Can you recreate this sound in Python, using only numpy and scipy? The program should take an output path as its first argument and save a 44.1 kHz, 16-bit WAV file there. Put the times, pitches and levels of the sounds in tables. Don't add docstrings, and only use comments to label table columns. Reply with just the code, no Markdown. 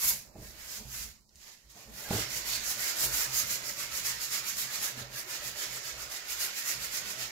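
import sys
import numpy as np
from scipy import signal
from scipy.fft import rfft, irfft
from scipy.io import wavfile
from scipy.ndimage import uniform_filter1d

SR = 44100
rng = np.random.default_rng(int(sys.argv[2]) if len(sys.argv) > 2 else 0)


def volts_from_db(level):
    exponent = np.asarray(level, float) / 20
    return 10 ** exponent


def unload_audio(sound):
    columns = np.transpose(np.atleast_2d(sound))
    steps = np.round(np.clip(columns, -1, 1) * 32767)
    wavfile.write(sys.argv[1], SR, steps.astype(np.int16))


N = 322365


def evened(x):
    return x / np.sqrt(np.mean(abs(x) ** 2) + 1e-20)


def read(points, hz, column=1):
    table = np.transpose(points)
    return np.interp(np.log(hz + 1), np.log(table[0] + 1), table[column])


def add(mix, s, sound):
    part = mix[round(s * SR):][:len(sound)]
    part += sound[:len(part)]


def drift(shape, bins, frames):
    across = uniform_filter1d(rng.standard_normal(shape), size=bins, axis=0)
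    return evened(uniform_filter1d(across, size=frames, axis=1))


def humps(modes, hz):
    return np.sqrt(sum(volts_from_db(db) ** 2 / (1 + (2 * (hz - f) / w) ** 2) ** 2 for f, w, db in modes))


# (frequency [Hz], shared share [0-1])
LIKENESS = [(60, 1), (150, 0.37), (380, 0.75), (950, 0.33), (2380, 0.077), (5980, 0.071), (15000, 0.054)]


def paired(a, b, hz):
    lag_s = -5 / 44100
    same = np.clip(read(LIKENESS, hz), 0, 1)
    right = same * a * np.exp(2j * np.pi * hz * lag_s) + np.sqrt(1 - same ** 2) * b
    return np.array([a, right])


# (frequency [Hz], left minus right [dB])
PORT_BALANCE = [(60, -6), (240, -3.5), (950, -3), (3770, -15), (15000, 8)]


def noise_pair(gain):
    hz = np.fft.rfftfreq(N, 1 / SR)
    sides = volts_from_db(np.outer([.5, -.5], read(PORT_BALANCE, hz)))
    white = rfft(rng.standard_normal((2, N)))
    pair = irfft(paired(*white, hz) * sides * gain(hz), N)
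    return pair / np.std(pair.mean(0))


def swells(groups, t, smooth_s, over_first=0, drag=1):
    power, speed = 1e-10, 0
    for rows, slopes, way in groups:
        s, held, first, *others = np.transpose(rows)[:, :, None]
        early, late = np.maximum(s - t, 0), np.maximum(t - s - held, 0)
        inside = np.clip(t - s, 0, held)
        levels = [first, *(over_first * first + db for db in others)]
        parts = []
        for db, (rise, lean, fall) in zip(levels, slopes):
            level_db = db + lean * inside - rise * early - fall * late
            parts.append((volts_from_db(level_db) ** 2).sum(0))
        part = np.array(parts)
        power = power + part
        speed = speed + way * np.sqrt(part)
    power = np.minimum(power, drag * power + (1 - drag) * speed ** 2)
    return uniform_filter1d(10 * np.log10(power), max(int(smooth_s / (t[1] - t[0])), 1), axis=1)


# (frequency [Hz], density [dB per Hz])
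AIR_COLOUR = [(30, -6), (229, -8), (496, -20), (900, -20), (2500, -54), (3600, -33), (4400, -21),
              (7400, -19.5), (8400, -25), (15500, -27)]


def workshop_hush():
    return volts_from_db(-54.5 - 15.5) * noise_pair(lambda hz: volts_from_db(read(AIR_COLOUR, hz)))


# (frequency [Hz], width [Hz], level [dB])
SWAY_MODES = [(57.4, 34, 5.5), (77, 13, 0)]
DRUM_MODES = [(125.6, 50, 0.5), (200.4, 71, 0.5), (211, 14, -10)]
FLEX_MODES = [(370, 270, 2), (450, 29, -21), (595, 196, 6), (760, 840, 0)]
# (time [s], held [s], sway [dB], drum [dB], flex [dB])
SHIFTS = [(0.052, 0.092, -53, -51.5, -58.5), (0.278, 0.039, -58, -66, -64), (0.403, 0.083, -49, -56.5, -61),
          (0.573, 0.17, -61, -64, -64), (0.814, 0.058, -51, -52.5, -61), (0.973, 0.09, -52, -55, -64.5),
          (1.358, 0.036, -62, -67, -89), (1.49, 0.008, -65, -75, -68), (1.662, 0.011, -66, -78, -87),
          (1.901, 0.0038, -53, -52, -60), (2.104, 0.1, -48, -49, -49.5)]
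FINGER_GRIPS = [
    (0.355, 0.03, -70, -64, -61),
    (1.757, 0.055, -80, -67, -67),
    (4.985, 0.03, -72, -55, -63),
]
ROCKS = [(2.369, 0.003, -54, -56, -53.5), (2.49, 0.009, -54, -55, -58), (2.606, 0.006, -55, -54.5, -65),
         (2.764, 0.014, -60, -56, -59.5), (3.05, 0.046, -46.5, -52.5, -50.5), (3.295, 0.001, -65, -58, -65),
         (3.376, 0.18, -57, -53.5, -62), (3.625, 0.12, -68, -58, -55.5), (3.844, 0.18, -55, -58.5, -65),
         (4.094, 0.021, -57.5, -54.5, -59.5), (4.358, 0.046, -76, -56, -60), (4.569, 0.094, -67, -55, -68),
         (4.782, 0.038, -56, -55.5, -57), (5.01, 0.17, -65, -60, -56), (5.423, 0.074, -57, -57, -57),
         (5.707, 0.003, -65, -57.5, -56.5), (5.886, 0.11, -55.5, -74, -64), (6.038, 0.006, -67, -70, -56),
         (6.317, 0.088, -62, -74, -65), (6.468, 0.046, -74, -63, -59), (6.776, 0.001, -54, -54, -60),
         (7.002, 0.065, -65, -54, -58.5), (7.198, 0.053, -69, -59, -55)]
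# (rise [dB/s], lean [dB/s], fall [dB/s])
SHIFT_SLOPES = [(300, -3, 100), (168, -2, 95), (90, -9, 160)]
ROCK_SLOPES = [(254, -5, 63), (122, -3, 79), (41, -12, 32)]
# (sway [dB], drum [dB], flex [dB])
ROCK_LIMIT_DB = (-50, -49, -49)
# (sway [dB], drum [dB], flex [dB])
RUMBLE_TRIM_DB = (-4.5, -5.5, -0.5)


def panel_rumble(steady=0.059, flex_follows=0.4, block=256):
    t = np.arange(0, N + block, block) / SR
    motions = [(SHIFTS, SHIFT_SLOPES, 1), (FINGER_GRIPS, GRAB_SLOPES, 1), (ROCKS, ROCK_SLOPES, 1)]
    levels = swells(motions, t, smooth_s=0.0085)
    body = np.maximum(rubbing(t)[2], -56)
    levels[2] += flex_follows * (body - uniform_filter1d(body, size=40))
    out = 0
    groups = (SWAY_MODES, DRUM_MODES, FLEX_MODES)
    for db, most_db, trim_db, modes in zip(levels, ROCK_LIMIT_DB, RUMBLE_TRIM_DB, groups):
        rumble = noise_pair(lambda hz: humps(modes, hz))
        swell = uniform_filter1d(uniform_filter1d(rumble.mean(0) ** 2, size=1500), size=1500)
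        gain = np.interp(np.arange(N) / SR, t, volts_from_db(np.minimum(db, most_db) + trim_db))
        out = out + gain * rumble / (swell + 0.089) ** (steady / 2)
    return out


def nudged_mode(rows, mode_hz, scatter, stretch=1.15, lead=0.31, left_db=-3.0):
    swell = np.zeros(N)
    warp = np.log(.5) / np.log(lead)
    for s, length_s, db in rows:
        u = np.arange(0, 1, 1 / (SR * stretch * length_s))
        start_s = max(s - lead * stretch * length_s, 0)
        add(swell, start_s, volts_from_db(2 * db - 5.5) * np.sin(np.pi * u ** warp) ** 2)
    wander = np.interp(np.arange(N), np.arange(0, N + 3000, 3000), rng.uniform(-1, 1, N // 3000 + 2))
    hum = np.sin(2 * np.pi * np.cumsum(mode_hz * (1 + scatter * wander)) / SR)
    return np.sqrt(swell) * hum * volts_from_db([[left_db / 2], [-left_db / 2]])


# (time [s], length [s], level [dB])
DRUM_PUSHES = [(0.066, 0.072, -50), (0.197, 0.04, -67), (0.281, 0.062, -60.8), (0.398, 0.13, -48),
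               (0.528, 0.066, -63), (0.749, 0.16, -64), (0.868, 0.085, -48.5), (0.938, 0.06, -52),
               (1.019, 0.05, -52), (1.69, 0.07, -64), (1.9, 0.16, -57), (2.278, 0.06, -44),
               (2.365, 0.038, -49), (2.514, 0.127, -55), (2.593, 0.036, -55), (2.712, 0.1, -70),
               (2.776, 0.097, -52.5), (2.88, 0.037, -62.6), (3.071, 0.15, -44.5), (3.3, 0.106, -46.5),
               (3.473, 0.15, -50.5), (3.609, 0.043, -54), (3.669, 0.049, -52), (3.783, 0.051, -53),
               (3.909, 0.094, -58), (4.061, 0.2, -52), (4.289, 0.069, -56), (4.416, 0.051, -55),
               (4.544, 0.11, -66), (4.658, 0.068, -55.5), (4.812, 0.086, -56), (4.999, 0.24, -47),
               (5.153, 0.052, -48), (5.246, 0.07, -62), (5.314, 0.058, -57), (5.481, 0.12, -53),
               (5.712, 0.16, -51.5), (5.873, 0.081, -55), (5.975, 0.064, -53.5), (6.076, 0.05, -54),
               (6.248, 0.051, -63.7), (6.365, 0.116, -63), (6.471, 0.11, -65), (6.654, 0.064, -57),
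               (6.768, 0.12, -51.5), (6.898, 0.13, -61), (7.063, 0.16, -61), (7.197, 0.13, -51.5)]
SWAY_PUSHES = [(0.105, 0.1, -50), (0.432, 0.17, -53), (0.851, 0.07, -50), (1.014, 0.14, -53),
               (1.098, 0.046, -56.2), (1.675, 0.12, -56), (1.932, 0.123, -52), (2.376, 0.16, -50),
               (2.497, 0.046, -47), (2.624, 0.15, -51), (2.829, 0.046, -53), (3.05, 0.13, -53),
               (3.121, 0.064, -48.3), (3.303, 0.062, -57), (3.381, 0.145, -50.5), (3.502, 0.068, -52),
               (3.63, 0.054, -59), (3.706, 0.058, -57.0), (3.853, 0.18, -59), (4.166, 0.12, -55),
               (4.367, 0.19, -59.1), (4.501, 0.06, -58), (4.588, 0.111, -57), (4.783, 0.064, -58.3),
               (4.851, 0.049, -59.4), (5.06, 0.18, -54), (5.425, 0.16, -62), (5.507, 0.062, -59.0),
               (5.57, 0.037, -59), (5.718, 0.111, -55), (5.974, 0.16, -56), (6.336, 0.16, -61),
               (6.791, 0.19, -55), (7.015, 0.051, -58), (7.074, 0.069, -56), (7.237, 0.16, -57)]


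def low_hums():
    drum = nudged_mode(DRUM_PUSHES, mode_hz=126, scatter=0.037)
    sway = nudged_mode(SWAY_PUSHES, mode_hz=55.1, scatter=0.0996)
    return drum + sway


# (time [s], length [s], slip rate [Hz], level [dB], ring [dB])
STAND_CREAKS = [
    (.785, .06, 216, -50, -22),
    (1.04, .07, 215, -59, -13),
    (1.866, .055, 218, -50, -24),
]


def stand_creaks():
    mix = np.zeros(N)
    t = np.arange(SR // 2) / SR
    for s, length_s, hz, db, ring_db in STAND_CREAKS:
        rise = np.clip(t / length_s, 0, 1)
        swell = np.sin(np.pi * rise) ** 2
        stack = sum(volts_from_db(level) * np.sin(2 * np.pi * k * hz * t) for k, level in enumerate((0, -7, -18), 1))
        linger = volts_from_db(ring_db - 13 * t) * rise * np.clip((.3 - t) / 0.034, 0, 1)
        add(mix, s, volts_from_db(db) * (swell * stack + linger * np.sin(2 * np.pi * hz * t)))
    return mix


# (time [s], peak [dB], brightness [dB/octave], ring factor [1])
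PANEL_KNOCKS = [(0.355, -39.5, 1, 0.37), (0.378, -41.5, -4, 0.89), (0.418, -44, -3, 0.68),
                (1.754, -53, 1, 1), (2.107, -40, 19, 0.29), (2.108, -23, 3, 0.3), (2.131, -25, -0.5, 0.43),
                (2.15, -26.5, -7, 0.96), (2.162, -33, 1, 0.35), (2.176, -35.5, 3, 0.75),
                (2.204, -37, -6, 0.73), (3.029, -42.5, 4, 0.7), (3.435, -42, -4, 0.4),
                (3.512, -44, -3, 0.53), (4.975, -45, 1, 0.6), (5.013, -41, -3.5, 0.56),
                (5.416, -64, 9, 0.59), (5.553, -46, 13, 0.8), (2.225, -43, 1, 0.96)]
# (frequency [Hz], level [dB], t60 [s])
PANEL_MODES = [(57, -30, 0.25), (108, -1, 0.18), (131, -5, 0.2), (177, 4, 0.092), (209, 6, 0.099),
               (310, 2, 0.14), (392.4, -2, 0.27), (444.3, -5, 0.39), (639, 0.5, 0.14), (806, -4, 0.15),
               (1000, -11.5, 0.1)]


def panel_knocks():
    mix = np.zeros(N)
    t = np.arange(SR // 2) / SR
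    for s, peak_db, tilt_db, ring in PANEL_KNOCKS:
        out = 0
        for hz, level, t60 in PANEL_MODES:
            spot_db = 2 * rng.standard_normal()
            mode_db = level + tilt_db * np.log2(hz / 200) + spot_db - 60 * t / (t60 * ring)
            out = out + volts_from_db(mode_db) * np.sin(2 * np.pi * hz * t)
        out = out * (1 - np.exp(-t / 0.0018))
        add(mix, s, volts_from_db(peak_db) * out / abs(out).max())
    return mix


# (centre time [s], length [s], level [dB], frequency [Hz])
HOLLOW_NOTES = [(0.056, .06, -61, 378), (0.56, .06, -66, 325), (1.772, .05, -59, 710),
                (1.96, .05, -61, 200), (2.0, .06, -60, 873), (2.085, .03, -50, 835),
                (2.111, 0.017, -32.5, 203), (2.166, .015, -42, 750), (2.187, 0.0294, -40, 450),
                (2.185, 0.016, -44, 686), (2.784, .08, -55.5, 600), (3.038, .06, -59, 594),
                (3.692, .05, -51, 582), (4.975, .03, -51.5, 251), (5.04, .05, -53, 567),
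                (5.19, .04, -55, 620), (5.274, .04, -51, 370), (5.429, .04, -52, 584),
                (5.572, .05, -52.5, 594), (5.635, .05, -55, 370), (7.192, .07, -53.5, 656)]


def flex_notes():
    mix = np.zeros(N)
    for s, length_s, db, hz in HOLLOW_NOTES:
        t = np.arange(0, length_s, 1 / SR)
        add(mix, s - length_s / 2, volts_from_db(db) * np.sin(np.pi * t / length_s) * np.sin(2 * np.pi * hz * t))
    return mix


# (time [s], level [dB], t60 [s], top [Hz])
CATCH_TICKS = [
    (.086, -24, .06, 11500),
    (1.21, -59, .02, 11000),
    (1.292, -52, .04, 6500),
    (1.356, -48, .06, 8000),
    (1.718, -48, .02, 11500),
]


def catch_ticks():
    mix = np.zeros(N)
    t = np.arange(1500) / SR
    for s, db, t60, top_hz in CATCH_TICKS:
        b, a = signal.butter(N=2, Wn=(4000, top_hz), btype="band", fs=SR)
        snap = signal.lfilter(b, a, rng.standard_normal(1501))[1:]
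        add(mix, s, volts_from_db(db - 60 * t / t60) * snap)
    return mix


# (time [s], length [s], frequency [Hz], level [dB])
FOAM_SQUEAKS = [
    (2.045, .04, 1620, -46),
    (4.67, .06, 1700, -47),
]


def foam_squeaks():
    mix = np.zeros(N)
    for s, length_s, hz, db in FOAM_SQUEAKS:
        t = np.arange(0, length_s, 1 / SR)
        tone = np.sin(2 * np.pi * hz * t + 0.81 * np.sin(2 * np.pi * 40 * t))
        add(mix, s, volts_from_db(db) * np.sin(np.pi * t / length_s) * tone)
    return mix


def contacts():
    mix = stand_creaks() + panel_knocks() + flex_notes() + catch_ticks() + foam_squeaks()
    return mix * volts_from_db([[-1.2], [1.2]])


# (full speed from [s], held [s], rasp [dB], hiss over rasp [dB], body over rasp [dB])
PALM_WIPES = [
    (0.044, 0.058, -35.5, 2, -9.5),
    (0.435, 0.071, -55.5, -2, -5.5),
    (0.6, 0.053, -53, -3.5, -3.5),
    (0.712, 0.06, -45, -3.5, -8.5),
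    (0.944, 0.088, -45, -1.5, -8),
    (1.425, 0.11, -56.5, -8, -8.5),
    (1.6, 0.075, -70, -8, -7.5),
    (1.772, 0.067, -56, -6.5, -7),
    (1.977, 0.088, -49.5, -1.5, -5),
]
GRABS = [
    (0.082, 0.012, -50, 20.5, -20),
    (1.291, 0.031, -75.5, -12, -7),
    (1.356, 0.025, -67, -4, -19),
    (1.47, 0.012, -55, -11, -8),
    (1.7, 0.013, -58.5, -5, -9),
]
PUSH_STROKES = [(2.123, 0.09, -40.5, -2.5, -4.5), (2.474, 0.082, -40, -2, -6),
                (2.805, 0.092, -39.5, -0.5, -5.5), (3.138, 0.086, -38, 1.5, -5.5),
                (3.501, 0.037, -38, -0.5, -7.5), (3.793, 0.034, -41, -2.5, -6),
                (4.059, 0.04, -38, -1, -6.5), (4.33, 0.033, -36.5, -3, -8.5),
                (4.586, 0.036, -39, 0.5, -6.5), (4.833, 0.026, -37.5, -0.5, -7.5),
                (4.994, 0.001, -45, -3.5, -4), (5.305, 0.047, -44, -2, -4), (5.588, 0.054, -41, -4, -5.5),
                (5.852, 0.047, -44, -5, -5), (6.119, 0.049, -45, -3, -4), (6.41, 0.036, -38, -0.5, -5.5),
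                (6.677, 0.034, -37.5, -1, -7.5), (6.939, 0.036, -40, -2, -6.5),
                (7.199, 0.043, -42.0, -4.5, -6.5)]
PULL_STROKES = [(2.302, 0.075, -43.5, -5.5, -6.5), (2.645, 0.067, -40.5, -4.5, -7.5),
                (2.993, 0.054, -38, 0, -6.5), (3.347, 0.05, -37.5, -1.5, -7.5),
                (3.652, 0.045, -43, -5, -7.5), (3.944, 0.033, -40, -3, -6), (4.219, 0.022, -39, -4.5, -9.5),
                (4.48, 0.016, -39, -2, -8), (4.736, 0.019, -38, -5.5, -9), (5.158, 0.034, -46, -1.5, -4.5),
                (5.441, 0.037, -44.5, -3, -4.5), (5.724, 0.037, -44, -5.5, -5.5),
                (5.999, 0.027, -45.5, -5, -5), (6.303, 0.023, -40.5, -3, -6), (6.568, 0.026, -42, -2.5, -6),
                (6.825, 0.025, -42.5, -2.5, -4.5), (7.07, 0.043, -44.5, -5, -4.5)]
# (rise [dB/s], lean [dB/s], fall [dB/s])
PALM_SLOPES = [(171, 7, 160), (186, -5, 197), (155, 0, 151)]
GRAB_SLOPES = [(1450, -5, 230), (1500, -5, 440), (1500, -5, 400)]
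PUSH_STROKE_SLOPES = [(335, 36, 158), (356, 3.4, 244), (222, 26, 100)]
PULL_STROKE_SLOPES = [(242, 70, 157), (297, 113, 276), (109, 36, 100)]
TURN_SHARE = [
    [1],
    [1],
    [0.78],
]


def rubbing(t):
    motions = [(PALM_WIPES, PALM_SLOPES, 1), (GRABS, GRAB_SLOPES, 1),
               (PUSH_STROKES, PUSH_STROKE_SLOPES, 1), (PULL_STROKES, PULL_STROKE_SLOPES, -1)]
    return swells(motions, t, smooth_s=0.012, over_first=0.99, drag=np.array(TURN_SHARE))


# (time [s], frequency [Hz], level [dB])
COLOUR_SPOTS = [(2.17, 900, 5), (2.17, 2410, -2.3), (2.34, 1060, 6), (2.34, 2050, 2), (2.511, 900, -1),
                (2.51, 3350, 3.5), (2.68, 900, 6), (2.85, 1250, -1.5), (3.02, 3950, 2), (3.37, 3350, -1),
                (3.37, 6640, 1.9), (3.52, 900, -3), (3.68, 1470, 3), (3.68, 2050, 1.5), (3.68, 3950, -2.3),
                (3.68, 5490, 1.5), (3.81, 1250, 4), (3.81, 1740, -3), (4.34, 2800, 1), (4.49, 2390, 3.5),
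                (4.6, 900, -9), (4.6, 2850, 2.5), (5.0, 1250, 2.7), (5.0, 2410, -3), (5.33, 900, 7.5),
                (5.46, 2390, -3), (5.61, 900, -3), (5.61, 3350, 3), (5.88, 2380, -1.6), (6.01, 1250, 6),
                (6.01, 3350, -2), (6.0, 2000, -1), (5.75, 2050, 1), (6.43, 900, -3), (6.58, 900, 3),
                (6.58, 1250, -1.6), (6.58, 2410, 3), (6.69, 2050, 1.5), (6.96, 2050, 1.7), (7.09, 900, -1),
                (7.22, 900, -12), (7.22, 2050, 1.6), (7.22, 2900, 4.5),
                (0.02, 1110, 6), (0.04, 12500, 1.5), (0.2, 1350, -7), (0.33, 3250, -8), (0.44, 3300, -5),
              (0.85, 800, 18), (1.2, 1050, 11), (1.3, 9500, -5), (1.5, 900, 9), (1.49, 3400, 4),
              (1.79, 1000, 13), (2.54, 4300, 5), (3.03, 8500, 1), (5.09, 1300, 3)]


def spot_colour(hz, t, spot_s=0.043, spot_octaves=0.14):
    s, spot_hz, spot_db = np.transpose(COLOUR_SPOTS)
    across = np.exp(-(np.log2((hz[:, None] + 1) / spot_hz) / spot_octaves) ** 2 / 2)
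    return (across * spot_db) @ np.exp(-((t - s[:, None]) / spot_s) ** 2 / 2)


# (frequency [Hz], left [dB], right [dB])
GRIT_COLOUR = [(283, -0.5, -3), (690, -16, -14), (1150, -16, -11.5), (1960, -10.5, -4.5),
               (3440, -12.5, -7.5), (4740, -12.5, -2.5), (6050, -13.5, -4), (6880, -14.5, -1),
               (7490, -8.5, -6), (8680, -10.5, -21), (9930, -10.5, -14.5), (12600, -9, -6.5),
               (14100, -11.5, -11), (15940, -14, -12)]
# (frequency [Hz], width [Hz], level [dB])
SINGING_PLACES = [(1375, 100, 4.5), (2000, 170, 0.5), (5460, 530, -1), (7100, 1500, -4.5)]


def grit(catches_per_s=14000, spread_db=0.5, patchy_db=0.86, flicker_db=0.47, hop=64, size=256):
    grain_db = spread_db * np.minimum(rng.exponential(1, (2, N)), 5)
    grains = volts_from_db(grain_db) * rng.choice([-1., 1.], (2, N))
    clicks = grains * (rng.random((2, N)) < catches_per_s / SR)
    hz, t, z = signal.stft(clicks, SR, nperseg=size, noverlap=size - hop)
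    z = paired(z[0].T, z[1].T, hz).transpose(0, 2, 1)
    colour = volts_from_db([read(GRIT_COLOUR, hz, column=1), read(GRIT_COLOUR, hz, column=2)])
    z = z * colour[:, :, None] * np.clip(hz / 900, 0, 1)[:, None] ** 2

    power = np.mean(abs(z.mean(0)) ** 2, 1) * (1 + humps(SINGING_PLACES, hz) ** 2) * 4 / 3
    rasp, fine, body = rubbing(t)
    bands = ((body, 1000, 3000), (rasp, 4000, 8000), (fine, 9500, 15500))
    levels = np.array([db - 10 * np.log10(power[(hz > lo) & (hz < hi)].sum()) for db, lo, hi in bands])
    place = np.interp(np.log(hz + 1), np.log([2130, 4040, 6600, 10900]), [0, 0.5, 1.24, 2])
    weight = np.clip(1 - abs(place[:, None] - np.arange(3)), 0, 1)

    patches = drift(z.shape[1:], bins=5, frames=30)
    flicker = evened(uniform_filter1d(rng.standard_normal(len(t)), size=6))

    travel = evened(uniform_filter1d(uniform_filter1d(flicker, size=50), size=50))
    sung = humps(SINGING_PLACES, hz[:, None] * (1 + 0.05 * travel))
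    z = z * np.sqrt(1 + sung ** 2 * np.clip((t - 1.9) / 0.16, 0.1, 1))
    field_db = spot_colour(hz, t) + weight @ levels + patchy_db * patches + flicker_db * flicker
    return signal.istft(z * volts_from_db(field_db), SR, nperseg=size, noverlap=size - hop)[1][:, :N]


def panel_singing(x, depth_db=3.0, top_hz=5000):
    hz, t, z = signal.stft(x, SR, nperseg=2048)
    modes = drift(z.shape[1:], bins=2, frames=6)
    gain = volts_from_db(depth_db * modes / (1 + (hz / top_hz) ** 2)[:, None])
    return signal.istft(z * evened(gain), SR, nperseg=2048)[1][:, :N]


def scene():
    return workshop_hush() + panel_rumble() + low_hums() + contacts() + panel_singing(grit())


# (frequency [Hz], closes below [dB per bin])
GATE_THRESHOLD = [(900, -125), (1400, -94), (1700, -91.5), (3250, -88.5), (3700, -87.5), (4000, -125)]


def hollow_quiet(x, waver_db=3.5, dropout_odds=2.4):
    hz, t, z = signal.stft(x, SR, nperseg=512)
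    power = uniform_filter1d(uniform_filter1d(abs(z) ** 2, size=3, axis=1), size=5, axis=2)
    power_db = 10 * np.log10(power + 1e-20)
    waver = drift(z.shape[1:], bins=2, frames=7)
    open_db = 5.0 * (power_db.max(0) - read(GATE_THRESHOLD, hz)[:, None] - waver_db * waver)
    lost = (waver > dropout_odds) & ((hz > 2700) & (hz < 4300))[:, None]
    lost_db = -30 * uniform_filter1d(1. * lost, size=3, axis=1)
    shut_db = np.clip(np.minimum(open_db, lost_db), -30, 0)
    return signal.istft(z * volts_from_db(shut_db), SR, nperseg=512)[1][:, :N]


def top_cut(x):
    return signal.sosfilt(signal.butter(12, 15740, fs=SR, output="sos"), x)


def record(dry):
    low_pass = signal.firwin(767, 15780, window=("kaiser", 10), fs=SR)
    mix = signal.oaconvolve(hollow_quiet(dry), low_pass[None], "same")
    return top_cut(mix)


dry = scene()
out = record(dry)
unload_audio(out)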